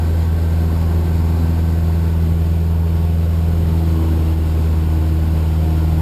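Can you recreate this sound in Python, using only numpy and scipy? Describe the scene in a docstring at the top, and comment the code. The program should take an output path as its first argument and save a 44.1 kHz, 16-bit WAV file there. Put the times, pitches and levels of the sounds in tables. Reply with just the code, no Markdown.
"""Four-cylinder engine and propeller of a small plane, droning in the cabin in flight; easing near 4 s.
Exhaust rumbles, panels roar, the slipstream hisses along the window; one airflow drives all three.
A faint whine and a breathy note from the window seal stand above them.
Near 2 s the plane's angle to the air shifts: hiss and drone change colour.
The nearly mono camera adds a thin buzz in the high treble."""
import sys
import numpy as np
from scipy import signal
from scipy.fft import rfft, irfft, next_fast_len
from scipy.io import wavfile
from scipy.ndimage import uniform_filter1d, map_coordinates

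SR = 44100
rng = np.random.default_rng(int(sys.argv[2]) if len(sys.argv) > 2 else 0)


def store_wav(level_fs):
    """Save 16-bit WAV to argv[1]."""
    pcm = np.round(np.clip(np.atleast_2d(level_fs), -1, 1) * 32767)
    wavfile.write(sys.argv[1], SR, pcm.T.astype(np.int16))


N = 265041
T = np.arange(N) / SR

# airflow round the cabin, used relative to its mean: t/s, level/dB
AIRFLOW_DB = [(0, -38.5), (0.45, -39), (0.9, -38), (1.9, -38.9), (2.8, -41), (3.5, -39.5), (4.1, -38),
              (4.9, -39), (5.7, -38.5), (6, -38.5)]
# noise spectra, shape only: f/Hz, level/dB
SKIN_SPECTRUM_DB = [(500, -8), (1200, -2.5), (2000, -4.5), (2400, 1.5), (3000, 1), (3600, -4), (4500, -6.5),
                    (5600, -7.5), (7400, -11), (9000, -10), (10200, -16.5), (13800, -29), (15000, -16)]
GAP_SPECTRUM_DB = [(800, -16), (1700, 0.5), (2050, 5), (2700, -11), (3400, -1.5), (4300, 2), (5200, -3),
                   (6500, -4.5), (7600, -3.5), (8800, -12), (11500, -15), (13800, -22), (15000, -15)]
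PANEL_SPECTRUM_DB = [(300, -34), (550, -10.5), (700, -1), (900, 1.5), (990, -3.5), (1120, -3.5),
                     (1200, -9.5), (1400, -7), (1700, -13), (2400, -18), (5000, -50)]
EXHAUST_SPECTRUM_DB = [(12, -32), (22, -12), (45, -4), (65, 0.5), (105, -2), (140, -1.5), (200, -3.5),
                       (280, -8), (370, -8), (470, -12), (560, -12), (700, -22), (1200, -53.5)]
SIDE_SPECTRUM_DB = [(30, -4), (150, 11.5), (600, -6.5), (2500, -20.5), (5000, -34), (8000, -36),
                    (12000, -55)]
# whine ringing out: t/s, length/s, peak rms level/dB
WHINE_RINGS = [(0.669, 0.16, -43), (1.8, .2, -45), (3.78, .5, -46.5), (5.68, 0.19, -37.5)]
# engine firing rate: t/s, f/Hz
FIRING_HZ = [(0, 81.94), (0.4, 82.04), (1.1, 82.35), (2.4, 82.13), (3.2, 82.66), (3.75, 82.12),
             (4.05, 80.63), (4.5, 79.78), (5.1, 79.43), (6, 79.63)]
# boom, order 2 of the firing rate: t/s, rms level/dB
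BOOM_DB = [(0, -30.5), (0.5, -26), (1.7, -24), (3.3, -24.5), (3.85, -22), (4.15, -26.5), (5.1, -25.5),
           (5.8, -23)]
# swell of the growl: t/s, level/dB
SWELL_DB = [(0, -0.5), (.95, -1), (1.25, 3.5), (1.9, -.5), (3.45, -2.5), (3.8, 3), (4.15, 6.5), (4.5, 1.5),
            (6, -1)]
# growl: order, rms level/dB, swell gain/(dB/dB), slowdown gain/(dB/Hz), angle-shift gain/dB
GROWL_ORDERS = [(3, -36, 1.1, .9, -6), (4, -39.5, .9, 2.1, -0.5), (5, -46, 0.3, -1.5, 6.5)]
# weak engine tones: order, rms level/dB
WEAK_ORDERS = [(.25, -51), (.5, -35.5), (.75, -41), (1.25, -37.5), (1.5, -40.5), (1.75, -41), (2.25, -42.5),
               (3.75, -48), (4.25, -44.5), (5.75, -52.5), (6, -51), (7, -52), (8, -56.5), (11, -59),
               (13, -59), (13.5, -56.5), (13.75, -61)]


def amp(db):
    """dB to gain."""
    return 10 ** (np.asarray(db) / 20)


def unit(x):
    """Scale to rms 1."""
    return x / np.sqrt(np.mean(x ** 2) + 1e-20)


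def curve(rows):
    """Time table to one value per sample."""
    return np.interp(T, *np.transpose(rows))


def wobble(rate_hz):
    """Smooth random curve, rate_hz knots per second."""
    return map_coordinates(rng.standard_normal(int(N * rate_hz / SR) + 4), [T * rate_hz])


def filtered(x, response):
    """Apply a frequency response."""
    size = next_fast_len(N + SR // 2)
    return irfft(rfft(x, size) * response(np.fft.rfftfreq(size, 1 / SR)), size)[..., :N]


def turbulence(spectrum, patchy_db):
    """Shaped noise with patches of random gain, rms 1."""
    bins = signal.stft(rng.standard_normal(N), nperseg=1024)[2]
    patches = uniform_filter1d(rng.standard_normal(bins.shape), size=6, axis=0)
    patches = unit(uniform_filter1d(patches, size=12, axis=1))
    noise = signal.istft(bins * amp(patchy_db * patches), nperseg=1024)[1][:N]
    f_hz, db = np.transpose(spectrum)
    return unit(filtered(noise, lambda hz: amp(np.interp(np.log(hz + 1), np.log(f_hz), db))))


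def narrowband(pitch_hz, width_hz):
    """Noise round a pitch, rms 1."""
    carrier = np.exp(2j * np.pi * np.cumsum(pitch_hz) / SR)
    return unit(np.real(carrier * (wobble(width_hz) + 1j * wobble(width_hz))))


def tone(cycles):
    """Cosine, rms 1."""
    return np.sqrt(2) * np.cos(2 * np.pi * cycles)


def airflow_gain(base_db, db_per_db):
    """Gain of a noise layer, following the airflow."""
    flow_db = curve(AIRFLOW_DB)
    return amp(base_db + db_per_db * (flow_db - flow_db.mean()))


def angle_shift(mid_s=2.05, length_s=0.56):
    """Ramp 0 to 1 as the plane's angle to the air changes."""
    return np.clip(0.5 + (T - mid_s) / length_s, 0, 1)


def window_seal(start_hz=1538, drop_hz=60):
    """Air sings past the seal; the note sinks and fades as the draught moves away."""
    shift = angle_shift()
    return amp(-50.3 - 5.5 * shift) * narrowband(start_hz - drop_hz * shift, width_hz=70)


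def whine(pitch_hz=710):
    """Fuzzy steady pitch, as of an instrument gyro; rings out clearer at times."""
    fuzz = amp(-49) * narrowband(np.full(N, pitch_hz), width_hz=12)
    ring = sum(amp(db) * np.exp(-(2 * (T - at_s) / length_s) ** 2) for at_s, length_s, db in WHINE_RINGS)
    return fuzz + ring * np.sqrt(2) * np.sin(2 * np.pi * pitch_hz * T + 0.5 * wobble(14))


def slipstream(firings):
    """Air rushes over the skin and hisses through a window gap; both flutter and pulse per blade."""
    pulse = 1 + 0.055 * np.cos(2 * np.pi * firings)
    flutter = amp(0.47 * wobble(21.9))
    skin = airflow_gain(-47.5, db_per_db=0.98) * amp(2.2 * angle_shift())
    skin *= turbulence(SKIN_SPECTRUM_DB, patchy_db=0.85)
    gap = airflow_gain(-47.5, db_per_db=1.05) * amp(-2 * angle_shift() + 0.77 * wobble(25))
    gap *= turbulence(GAP_SPECTRUM_DB, patchy_db=1.0)
    return pulse * flutter * (skin + gap)


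def panel_roar(firings):
    """Cabin panels roar in the airflow, chopped by each blade."""
    chop = 1 + 0.06 * np.cos(2 * np.pi * firings) + 0.04 * np.cos(4 * np.pi * firings)
    gain = airflow_gain(-39.4, db_per_db=1.2) * amp(-0.6 * angle_shift())
    return gain * chop * turbulence(PANEL_SPECTRUM_DB, patchy_db=1.1)


def exhaust_rumble(firings):
    """Exhaust throbs once per four-firing engine cycle and swells with the growl."""
    throb = 1 + 0.18 * np.cos(2 * np.pi * firings / 4)
    gain = airflow_gain(-28.5, db_per_db=0.8) * amp(0.12 * curve(SWELL_DB))
    return gain * unit(throb * turbulence(EXHAUST_SPECTRUM_DB, patchy_db=1.0))


def growl(firings, slowdown_hz, waver_db=1.3):
    """Orders 3-5 swell together, each coloured by engine speed and the angle shift."""
    swell_db = curve(SWELL_DB)
    total = np.zeros(N)
    for order, base_db, db_per_db, db_per_hz, shift_db in GROWL_ORDERS:
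        level_db = base_db + db_per_db * swell_db + db_per_hz * slowdown_hz + shift_db * angle_shift()
        level_db += waver_db * wobble(4)
        total += amp(level_db) * tone(order * firings + rng.random() + 0.03 * wobble(8))
    return total


def engine(firings, rate_hz):
    """Exhaust pulses and blade passes share one rate; unequal cylinders add the orders between."""
    slowdown_hz = rate_hz.max() - rate_hz
    fundamental = amp(-15.5 + 0.11 * wobble(12)) * tone(firings)
    lead_cycles = 0.16 + 0.05 * slowdown_hz  # the cabin turns the boom's phase as speed drops
    boom = amp(curve(BOOM_DB) + 0.23 * wobble(24.98)) * tone(2 * firings + lead_cycles)
    # uneven burns: level and phase waver
    weak = sum(amp(db + 2.7 * wobble(7)) * tone(order * firings + rng.random() + 0.062 * wobble(6))
               for order, db in WEAK_ORDERS)
    return fundamental + boom + growl(firings, slowdown_hz) + weak


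def scene(dip_s=4.347, dip_db=-3, recovery_s=0.049):
    """All sources centred, with a very faint, patchy stereo width; the level dips once, briefly."""
    rate_hz = curve(FIRING_HZ)
    firings = np.cumsum(rate_hz) / SR
    mid = engine(firings, rate_hz) + exhaust_rumble(firings) + panel_roar(firings)
    mid += slipstream(firings) + whine() + window_seal()
    side = amp(-58) * turbulence(SIDE_SPECTRUM_DB, patchy_db=4.0)
    dip = amp(dip_db * (T > dip_s) * np.exp(-np.abs(T - dip_s) / recovery_s))
    return dip * np.array([mid + side, mid - side])


def record(dry, notch_hz=6000, jitter_hz=12000, cutoff_hz=15300):
    """Camera: treble notch, low-pass; uneven sample timing mirrors the drone round jitter_hz."""
    notched = filtered(dry, lambda hz: amp(-12 * np.exp(-((hz - notch_hz) / 330) ** 2)))
    slope = filtered(np.gradient(notched, axis=1), lambda hz: 1 / np.sqrt(1 + (hz / 2600) ** 4))
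    jitter_samples = 1.25 * np.sin(2 * np.pi * jitter_hz * T)
    buzz = slope * jitter_samples
    return filtered(notched + buzz, lambda hz: hz < cutoff_hz)


dry = scene()
out = record(dry)
store_wav(out)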